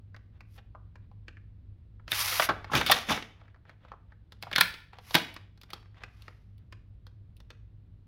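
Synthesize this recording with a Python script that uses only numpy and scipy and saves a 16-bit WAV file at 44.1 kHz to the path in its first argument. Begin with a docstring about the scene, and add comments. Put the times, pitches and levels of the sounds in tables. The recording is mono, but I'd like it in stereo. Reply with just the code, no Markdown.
"""The wand of an upright vacuum cleaner, handled close to two microphones in a small carpeted room, motor off.
It scrapes and clunks in its plastic channel, unlatches and comes free: noise-driven knocks ring housing and tube.
The ribbed hose, nearest and driest, slides with a hiss of stick-slip noise.
Loose parts tick between the moves and chatter after jolts; the bin booms as short low sines.
Behind it lie a low rumble of filtered noise and two wavering hums."""
import sys
import numpy as np
from scipy import signal
from scipy.fft import rfft, irfft, next_fast_len
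from scipy.io import wavfile

SR = 44100
rng = np.random.default_rng(int(sys.argv[2]) if len(sys.argv) > 2 else 0)


def digitize_waveform(pressure):
    """Quantize a signal to 16-bit integers and store it at the path in sys.argv[1].

    Rows of a 2-D input are taken as channels; values are limited to [-1, 1].
    """
    field = np.atleast_2d(pressure).T
    bounded = np.clip(field, -1, 1)
    quanta = np.round(bounded * 32767).astype(np.int16)
    wavfile.write(sys.argv[1], SR, quanta)


N = 355887
TIME = np.arange(N) / SR

# Event levels below are relative: each layer's gain and the room come later. Positive pan_db leans left.
# steady rumble: pitch_hz, density_db (per Hz)
RUMBLE_COLOUR = [(20, -13), (50, 0), (80, 0), (115, -6), (160, -9), (250, -18), (400, -27.5), (700, -36),
                 (1500, -41), (4000, -46.5), (6500, -62), (16000, -65)]
RUMBLE_DB, HUM_HZ, HUM_DB = -55.5, 100.9, -54.5  # levels before the swell
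# slow swell of the low background: time_s, gain_db
RUMBLE_SWELL = [(0, 0.5), (1.5, 2), (2.8, 3), (3.4, -5), (4.5, -2.5), (6.2, -3.5), (6.9, 1.5), (8.1, -0.5)]
# likeness of the two microphones: pitch_hz, likeness (0-1)
MIC_LIKENESS = [(60, 1), (200, 0.7), (500, 0.8), (1200, 0.4), (3000, 0.4), (12000, 0.25)]
# decay of the room: pitch_hz, t60_s
ROOM_T60 = [(100, .35), (300, .45), (1000, .4), (3500, .46), (7000, .38), (13000, .33)]
# strength of the reverberation: pitch_hz, gain_db
ROOM_COLOUR = [(100, -12.5), (300, -5), (1000, -11), (2200, -9), (4200, -14.5), (7000, -11), (13000, -16.5)]
# modes of the hollow housing: pitch_hz, level_db, t60_s
HOUSING_MODES = [(182, -6, 0.13), (242, -3, .35), (302.2, -7, .3), (394.7, -8, .3), (587, -8, .2),
                 (750, -10, 0.23), (809, -4.5, 0.086), (984, -5, .25), (1230, -4.5, 0.14),
                 (1290, -6.5, 0.04), (1520, -4.5, .12), (1590, -6.5, .22), (1896, -4, 0.17)]
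# modes of the wand's tube: pitch_hz, level_db, t60_s
TUBE_MODES = [(1772, -11, 0.35), (2100, -4.5, 0.36), (2190, -4.5, 0.28), (2241, -2.5, 0.34),
              (2410, -1.5, 0.08), (2780, -5.5, 0.3), (3030, -3.5, 0.44), (3230, -1, .2), (3310, 0, 0.083),
              (3515, -1.5, 0.061), (3640, 5.5, 0.096), (3680, -1, 0.16), (3951, -0.5, 0.017),
              (4090, 4, 0.13), (4220, -2, 0.095), (4740, -6, .24)]
# how freely the tube rings, most just before the catch opens: time_s, gain_db
TUBE_FREEDOM = [(0, -2), (4.5, 8), (4.61, 3), (8.1, 4.5)]
# hose and cord rubbing on the housing: middle_s, length_s (between -10 dB points), level_db
RUBS = [(0.36, .05, -60), (0.581, 0.034, -46.5), (1.038, .04, -68), (2.7, .18, -47.5), (3.432, .18, -60.5),
        (3.697, .07, -55.5), (3.88, .12, -56.5), (4.104, .08, -66), (4.501, .12, -52.5), (4.6, .09, -33.5),
        (4.96, .08, -52.5), (5.327, .2, -54), (5.746, 0.11, -51.5), (6.016, .14, -53), (6.252, 0.21, -61),
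        (6.61, .04, -68)]
# colour of those rubs: pitch_hz, density_db (per Hz)
RUB_COLOUR = [(200, -15), (600, 2), (1000, 2.5), (1700, 1), (3500, -5), (5500, -20.5), (8000, -33),
              (16000, -39.5)]
# loose parts chatter after a jolt: start_s, level_db, t60_s
RATTLES = [(4.612, -33, .32), (5.154, -24, 0.17)]
# colour of the chatter: pitch_hz, density_db (per Hz)
RATTLE_COLOUR = [(200, -21), (450, -6.5), (800, -7), (1500, -4), (2200, 2), (3200, 0), (4200, 0.5),
                 (5200, -6), (8000, -21), (11000, -17.5), (16000, -20.5)]
# faint jiggling of loose parts: start_s, end_s, level_db, crack_db (relative to level), pitch_hz
JIGGLES = [(3.415, 3.66, -61.5, -16, 1144), (4.096, 4.13, -56.5, -19, 1100), (5.822, 6.0, -64, -11, 1520),
           (6.206, 6.26, -66, 7, 1396)]
JIGGLE_GAP_S = .055
# light ticks of loose parts: start_s, level_db, crack_db (relative to level), pitch_hz
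TICKS = [(0.1445, -51.5, -14, 1506), (0.1635, -55.5, -5, 1120), (0.4062, -50.5, -9, 1530),
         (0.5784, -64.5, -4, 2340), (0.75, -46.5, -34, 1000), (0.956, -53.5, -11.5, 1590),
         (1.114, -61.5, -18, 780), (1.2817, -45.5, -11.5, 1880), (1.3693, -55.5, -21, 1730),
         (1.997, -61, -23, 1320), (2.079, -42, -7.5, 1890), (2.6438, -42, -9, 1300),
         (2.6985, -42.5, -31, 1110), (2.717, -36, -26, 1040), (3.1752, -36, -8, 1200),
         (3.224, -40.5, -11, 2200), (3.694, -52, -9, 1320), (3.8491, -54.5, -17.5, 840),
         (3.9174, -43.5, -20.5, 1095), (3.9358, -50.5, -31, 1040), (4.3215, -51.5, -0.5, 1610),
         (4.4253, -47, 6.5, 1195), (4.433, -44, -12, 1132), (4.4687, -43, -23, 960),
         (4.5137, -40.5, -4.5, 1020), (4.74, -47.5, -1.5, 1880), (4.9318, -51, -10.5, 1275),
         (4.9856, -49.5, -5.5, 693), (5.108, -43, 0.5, 1470), (5.341, -70, 16, 1675),
         (5.3638, -42.5, -8, 1844), (5.5752, -63.5, -1.5, 1590), (5.6139, -59, 6, 1590),
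         (5.6333, -53.5, 0.5, 1580), (5.7035, -55.5, 6, 990), (5.733, -39, 0.5, 1620),
         (6.0355, -40, -9.5, 1750), (6.2807, -46.5, -9.5, 1300), (6.5803, -87.5, 15, 1920),
         (6.7246, -47, -7, 1770), (7.067, -56.5, -1, 1596), (7.367, -84.5, 18, 1600),
         (7.4023, -58, -1, 1575), (7.5039, -47.5, -6, 1886)]
SOFT_CRACK_DB = -29.5  # with this much crack a tick is a soft, narrow tock; at 0 dB it is hard and wide
# heavy shoves that make the dust bin boom: start_s, level_db (before the swell and decay), pitch_hz, t60_s
BOOMS = [(2.49, -32, 215, 0.068), (2.738, -26.5, 135, 0.122), (3.084, -23, 218, .14),
         (4.609, -31, 172, 0.11), (5.149, -17, 157, 0.094)]
# slides of the hose: start_s, speeding_up_s, steady_s, release_t60_s, level_db, brightness_db
SLIDES = [(.42, .14, .01, .1, -68.5, 4.5), (2.065, 0.09, .3, .085, -28.5, -1.5),
          (2.16, .045, .01, .15, -38.5, 6), (4.95, 0.16, .05, .17, -47, -4), (5.85, .38, .03, .8, -62, -18)]
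# colour of the hose's hiss: pitch_hz, density_db (per Hz)
HOSE_COLOUR = [(150, -30.5), (500, -18), (1150, -1.5), (1550, -5.5), (2100, -1), (3500, -3), (5600, -2.5),
               (7900, -15), (10000, -6.5), (12400, -5), (16000, -13.5)]
# strokes of the wand in its channel: start_s, speeding_up_s, steady_s, scrape_db, judder_db
STROKES = [(2.697, 0.063, 0.0088, -22.5, -30), (2.846, 0.049, 0.072, -31, -45),
           (3.056, 0.051, 0.002, -25, -34.5)]
STROKE_T60_S = .25
# colour of the wand's scrape: pitch_hz, density_db (per Hz)
WAND_COLOUR = [(150, -24), (450, -4.5), (800, 0), (1500, -0.5), (2600, 0), (3500, -4.5), (6000, -7),
               (8000, -23), (10500, -16.5), (16000, -26)]
# colour of the housing's judder: pitch_hz, density_db (per Hz)
JUDDER_COLOUR = [(30, -13.5), (70, 3.5), (130, -1.5), (225, 4.5), (280, -1), (420, -7), (800, -21.5),
                 (2000, -63)]
# hard knocks of plastic on plastic:
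# start_s, level_db, thud_db, crack_db (both relative to level), pitch_hz, t60_s, pan_db
KNOCKS = [(2.118, -32, -14.5, 7, 1750, .013, -2.5), (2.128, -29, -17.5, -10.5, 2010, .026, -8.5),
          (2.324, -34.5, -11, -2.5, 1960, .038, 1.5), (2.3971, -18, -21.5, -9.5, 1166, .029, -3),
          (2.421, -24.5, -23.5, -6, 1976, .073, 1.5), (2.4893, -19.5, -11.5, -13.5, 1092, .085, -4),
          (2.734, -24.5, -7, -11.5, 1313, .08, -0.5), (2.752, -26.5, -8, 2, 1600, .039, -5.5),
          (2.812, -27, -17.5, -3, 1250, .029, -1), (2.8626, -27.5, -18.5, 2, 2200, .15, -3.5),
          (2.897, -19.5, -18, -6, 808, .049, -0.5), (2.914, -27.5, -10, 11, 1830, .034, 1.5),
          (2.918, -15, -23, 1, 1864, .035, 2), (3.096, -27.5, -10.5, -13, 1610, .046, 0),
          (3.115, -28, -24, 1, 854, .055, 16), (4.529, -34.5, -16.5, -4, 2190, .015, 0),
          (4.534, -34.5, -12, -13.5, 2170, .015, -4), (4.555, -36, -18, -3, 1971, .03, -5),
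          (4.5601, -20.5, -22, -2.5, 2160, .02, -6.5), (4.5815, -22, -14.5, -1, 1680, .04, -1),
          (4.609, -24, -31, 9.5, 1400, .024, -2), (4.611, -16.5, -31.5, -9.5, 1760, .023, -2.5),
          (5.144, -25.5, -15, 1, 2090, .013, -0.5), (5.1488, -23.5, -4, -0.5, 784, .024, -5),
          (5.1525, -19, -9, 3, 1570, .016, -1), (5.1622, -26, -12.5, -10, 834, .033, 1.5)]
# ranges in which a blow sounds: low_hz, high_hz
THUD, CRACK, SNAP = (120, 550), (2200, 4700), (9400, 15500)
SNAP_PER_CRACK = 1.7  # harder contacts snap more: dB of snap per dB of crack
EDGE_HZ = 16100  # upper band limit


def amp(db):
    """Decibels to gain."""
    return 10 ** (np.asarray(db) / 20)


def unit(x):
    """Scales to rms 1."""
    return x / np.sqrt(np.mean(x ** 2) + 1e-20)


def read(points, hz):
    """Reads a spectrum on a log-frequency axis."""
    f, value = np.transpose(points)
    return np.interp(np.log(hz + 1), np.log(f + 1), value)


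def level(points):
    """Gain along a dB curve, all but silent outside it."""
    s, db = np.transpose(points)
    return amp(np.interp(TIME, s, db, left=-150, right=-150))


def decay(t, t60):
    """Exponential decay that falls 60 dB in t60 seconds."""
    return np.exp(-np.log(1000) * t / t60)


def sides(pan_db):
    """Left and right gains of equal total power."""
    return unit(amp([[pan_db / 2], [-pan_db / 2]]))


def add(mix, s, sound):
    """Adds a stereo sound at a time in seconds."""
    part = mix[:, round(s * SR):][:, :sound.shape[1]]
    part += sound[:, :part.shape[1]]


def pair(x):
    """Two unrelated signals as two close microphones hear them: most alike in the bass."""
    size = x.shape[1]
    a, b = rfft(x)
    same = np.clip(read(MIC_LIKENESS, np.fft.rfftfreq(size, 1 / SR)), 0, 1)
    return irfft(np.array([a, same * a + np.sqrt(1 - same ** 2) * b]), size)


def coloured(x, colour):
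    """Gives a stereo excitation a spectrum, at rms 1."""
    size = next_fast_len(N)
    spectrum = rfft(pair(np.pad(x, ((0, 0), (0, size - N)))))
    gain = amp(read(colour, np.fft.rfftfreq(size, 1 / SR)))
    return unit(irfft(spectrum * gain, size)[:, :N])


def low_pass(x, hz, order=1):
    """Causal low-pass."""
    return signal.sosfilt(signal.butter(order, hz, fs=SR, output="sos"), x)


def band(x, edges):
    """Causal band-pass."""
    edges = np.clip(edges, 20, SR / 2 - 100)
    return signal.sosfilt(signal.butter(3, edges, "bandpass", fs=SR, output="sos"), x)


def slips(per_s, spread_db):
    """Stick-slip friction: countless tiny releases whose strength is redrawn per_s times a second."""
    knots = np.arange(0, TIME[-1] + 1, 1 / per_s)
    strength = np.clip(rng.standard_normal(len(knots)), -2, 2)
    grip = np.interp(TIME, knots, strength)
    return rng.standard_normal((2, N)) * amp(spread_db * grip)


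def speed(start, rise_s, steady_s, t60, curve=2.2):
    """A sliding part gathers speed, holds it and runs out."""
    t = TIME - start
    release = np.clip((t - rise_s - steady_s) / t60, 0, 2)
    return np.clip(t / rise_s, 0, 1) ** curve * amp(-60 * release)


def blow(s, db, thud_db, crack_db, snap_db, hz, t60, pan_db, rise_s, graze_db,
         tone=0.56, below=0.58, above=1.533,
         thud_ring=1.2, crack_ring=0.92, snap_ring=.5, treble_pan_db=-6.0):
    """One contact: parts graze, then hit; noise bands stand for damped wall modes, treble dying first."""
    t = np.arange(-882, 6144) / SR  # the graze begins 20 ms ahead of the hit
    span = np.sqrt(.01 * SR / len(t))  # refers the level to 10 ms
    after = np.maximum(t, 0)
    push = 1 - np.exp(-after / max(rise_s, 1e-5))
    graze = amp(graze_db) * np.exp(-abs(t) / .005)
    walls = pair(rng.choice([-1., 1.], (2, len(t))))

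    def fade(share):
        return push * decay(after, max(t60 * share, 1e-3))

    def ring(edges, share):
        return unit(band(walls * (fade(share) + graze), edges))

    main = unit(np.sin(2 * np.pi * hz * t) * fade(0.94))
    body = ring((hz * min(below, .9), hz * max(above, 1.1)), 1)
    low = unit(body + tone * main) + amp(thud_db) * ring(THUD, thud_ring)
    high = amp(crack_db) * ring(CRACK, crack_ring) + amp(snap_db) * ring(SNAP, snap_ring)
    spread = low * sides(-treble_pan_db / 2) + high * sides(treble_pan_db)
    return s + t[0], amp(db) * span * sides(pan_db) * spread


def hum(hz, waver, waver_hz):
    """A sine whose strength and phase drift slowly, the same in both channels."""
    drift = unit(low_pass(rng.standard_normal((2, N)), waver_hz, order=2))
    wander = 1 + waver * (drift[0] + 1j * drift[1])
    tone = (wander * np.exp(2j * np.pi * hz * TIME)).real
    return unit(tone)


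def background(waver=.6, waver_hz=7, drone_hz=53, drone_db=-60):
    """Low rumble of the house with a wavering hum and a fainter drone about an octave below."""
    rumble = amp(RUMBLE_DB) * coloured(rng.standard_normal((2, N)), RUMBLE_COLOUR)
    low = low_pass(rumble, 200)
    hums = amp(HUM_DB) * hum(HUM_HZ, waver, waver_hz) + amp(drone_db) * hum(drone_hz, waver, waver_hz)
    return rumble - low + level(RUMBLE_SWELL) * (low + hums)


def room(x, first_s=0.00077):
    """Dense reflections from near walls, each band dying at its own speed."""
    taps = rng.standard_normal((2, SR)) * (rng.random(SR) < 4000 / SR)  # about 4000 echoes a second
    hz, t, z = signal.stft(unit(pair(taps)), SR, nperseg=256)
    t60 = read(ROOM_T60, hz)[:, None]
    even_energy = np.sqrt(2 * np.log(1000) / (t60 * SR))  # long decays get no louder
    z = z * amp(read(ROOM_COLOUR, hz))[:, None] * decay(t, t60) * even_energy
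    tail = signal.istft(z, SR, nperseg=256)[1][:, :SR]
    tail = tail * np.clip(TIME[:SR] / first_s - 1, 0, 1)
    return x + signal.fftconvolve(x, tail, axes=1)[:, :N]


def ringing(x, modes):
    """Contacts ring an uneven shell: each mode splits in three, its phase apart at each microphone."""
    t = np.arange(SR // 2) / SR
    ring = np.zeros((2, len(t)))
    for k, (hz, db, t60) in enumerate(modes):
        fade = decay(t, t60)
        phase = np.arccos(np.clip(read(MIC_LIKENESS, hz), 0, 1))
        apart = phase * np.array([[.5], [-.5]]) * (-1) ** k
        split = .017 * min(hz / 3000, 1)  # higher modes split wider
        cluster = sum(np.sin(2 * np.pi * hz * (1 + side * split) * t + apart + side * (k + 1))
                      for side in (-1, 0, 1))
        ring += amp(db) * fade / fade.sum() * cluster
    return signal.oaconvolve(x, ring, axes=1)[:, :N]


def flex(gain_db=-6.5, pan_db=-1, ends_db=-10):
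    """Hose and cord rustle faintly against the plastic; each rub swells and fades evenly."""
    pressure = np.zeros(N)
    for middle, length, db in RUBS:
        away = np.minimum(2 * abs(TIME - middle) / length, 4)
        pressure += amp(db + ends_db * away ** 2)
    return amp(gain_db) * coloured(slips(140, 5), RUB_COLOUR) * pressure * sides(pan_db)


def jiggles(spread_db=3, spread_octaves=0.42):
    """Faint ticks at uneven intervals, each a little different in strength and pitch."""
    rows = []
    for start, end, db, crack_db, hz in JIGGLES:
        for s in np.arange(start, end, JIGGLE_GAP_S):
            late, strong, high = rng.uniform(-1, 1, 3)
            rows.append((s + late * JIGGLE_GAP_S / 2, db + spread_db * strong,
                         crack_db, hz * 2 ** (spread_octaves * high)))
    return rows


def ticks(gain_db=1.5, thud_db=-11, snap_db=-17, pan_db=-3.0, t60=.025, rise_s=.0002, graze_db=-26,
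          bounce_db=-12, bounce_s=0.0059, soft_tone=.7, soft_octaves=.35, hard_octaves=0.97):
    """Cord, catch and hose cuff tap the housing and bounce once; harder taps ring a wider range."""
    out = np.zeros((2, N))
    for s, db, crack_db, hz in [*TICKS, *jiggles()]:
        gap_s = rng.uniform(.6, 1.4) * bounce_s
        top_db = snap_db + SNAP_PER_CRACK * crack_db
        soft = np.clip(crack_db / SOFT_CRACK_DB, 0, 1)
        width = 2 ** (soft * soft_octaves + (1 - soft) * hard_octaves)
        for delay, drop_db in ((0, 0), (gap_s, bounce_db)):
            add(out, *blow(s + delay, db + gain_db + drop_db, thud_db, crack_db, top_db, hz, t60,
                           pan_db, rise_s, graze_db, soft * soft_tone, 1 / width, width))
    return out


def rattle(gain_db=-2, pan_db=-3):
    """A fine, uneven chatter of plastic that dies away after each jolt."""
    shaking = np.zeros(N)
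    for s, db, t60 in RATTLES:
        shaking += (TIME > s) * amp(db - 60 * np.clip((TIME - s) / t60, 0, 2))
    return amp(gain_db) * coloured(slips(300, 3.5), RATTLE_COLOUR) * shaking * sides(pan_db)


def booms(rise_s=0.0072, pan_db=2):
    """The lowest mode of the bin, a sine, swells quickly and dies away."""
    out = np.zeros((2, N))
    t = np.arange(SR // 4) / SR
    for s, db, hz, t60 in BOOMS:
        swell = (1 - np.exp(-t / rise_s)) * decay(t, t60)
        add(out, s, amp(db) * sides(pan_db) * swell * np.sin(2 * np.pi * hz * t))
    return out


def hose(gain_db=-.5, pan_db=-2, fizz_pan_db=-9, split_hz=3000, brightening=.3):
    """Ribs rush past the rim of the channel: a dense hiss that brightens with speed."""
    rub = coloured(slips(450, 1.8), HOSE_COLOUR)
    dull = low_pass(rub, split_hz)
    bright = rub - dull
    body, fizz = np.zeros((2, N))
    for *motion, db, bright_db in SLIDES:
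        pace = speed(*motion)
        body += amp(db) * pace
        fizz += amp(db + bright_db) * pace ** (1 + brightening)
    return amp(gain_db) * (dull * body * sides(pan_db) + bright * fizz * sides(fizz_pan_db))


def wand(scrape_db=-1, judder_db=0, pan_db=-5.5):
    """The tube sticks and slips along its channel and shakes the whole housing."""
    rubbing, shaking = np.zeros((2, N))
    for start, rise_s, steady_s, rub_db, shake_db in STROKES:
        pace = speed(start, rise_s, steady_s, STROKE_T60_S)
        rubbing += amp(rub_db) * pace
        shaking += amp(shake_db) * pace
    scrape = coloured(slips(260, 2.8), WAND_COLOUR) * rubbing * sides(pan_db)
    judder = coloured(slips(120, 1.2), JUDDER_COLOUR) * shaking
    return amp(scrape_db) * scrape + amp(judder_db) * judder


def knocks(gain_db=1, snap_db=-14, rise_s=0.00046, graze_db=-24):
    """The wand hits its stops and the catch lets go."""
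    out = np.zeros((2, N))
    for s, db, thud_db, crack_db, hz, t60, pan_db in KNOCKS:
        top_db = snap_db + SNAP_PER_CRACK * crack_db
        add(out, *blow(s, db + gain_db, thud_db, crack_db, top_db, hz, t60, pan_db, rise_s, graze_db))
    return out


def scene(housing_db=-3.5, tube_db=-4, light_db=-14, tube_pan_db=-3, hose_far=0.48):
    """Hard contacts ring housing and tube far more than light ones; the hose is closest and so the driest."""
    hard = knocks() + wand()
    hiss = hose()
    light = ticks() + flex() + hose_far * hiss
    shake = hard + amp(light_db) * light
    housing = amp(housing_db) * ringing(shake, HOUSING_MODES)
    tube = amp(tube_db) * ringing(shake * level(TUBE_FREEDOM), TUBE_MODES) * sides(tube_pan_db)
    in_room = room(hard + light + housing + tube + booms() + rattle())
    return in_room + (1 - hose_far) * hiss + background()


def record(dry, ceiling=0.65):
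    """The loudest peaks are rounded softly; then the band limit."""
    rounded = ceiling * np.tanh(dry / ceiling)
    edge = signal.firwin(255, EDGE_HZ, window=("kaiser", 8), fs=SR)
    return signal.oaconvolve(rounded, edge[None], "same", axes=1)


dry = scene()
out = record(dry)
digitize_waveform(out)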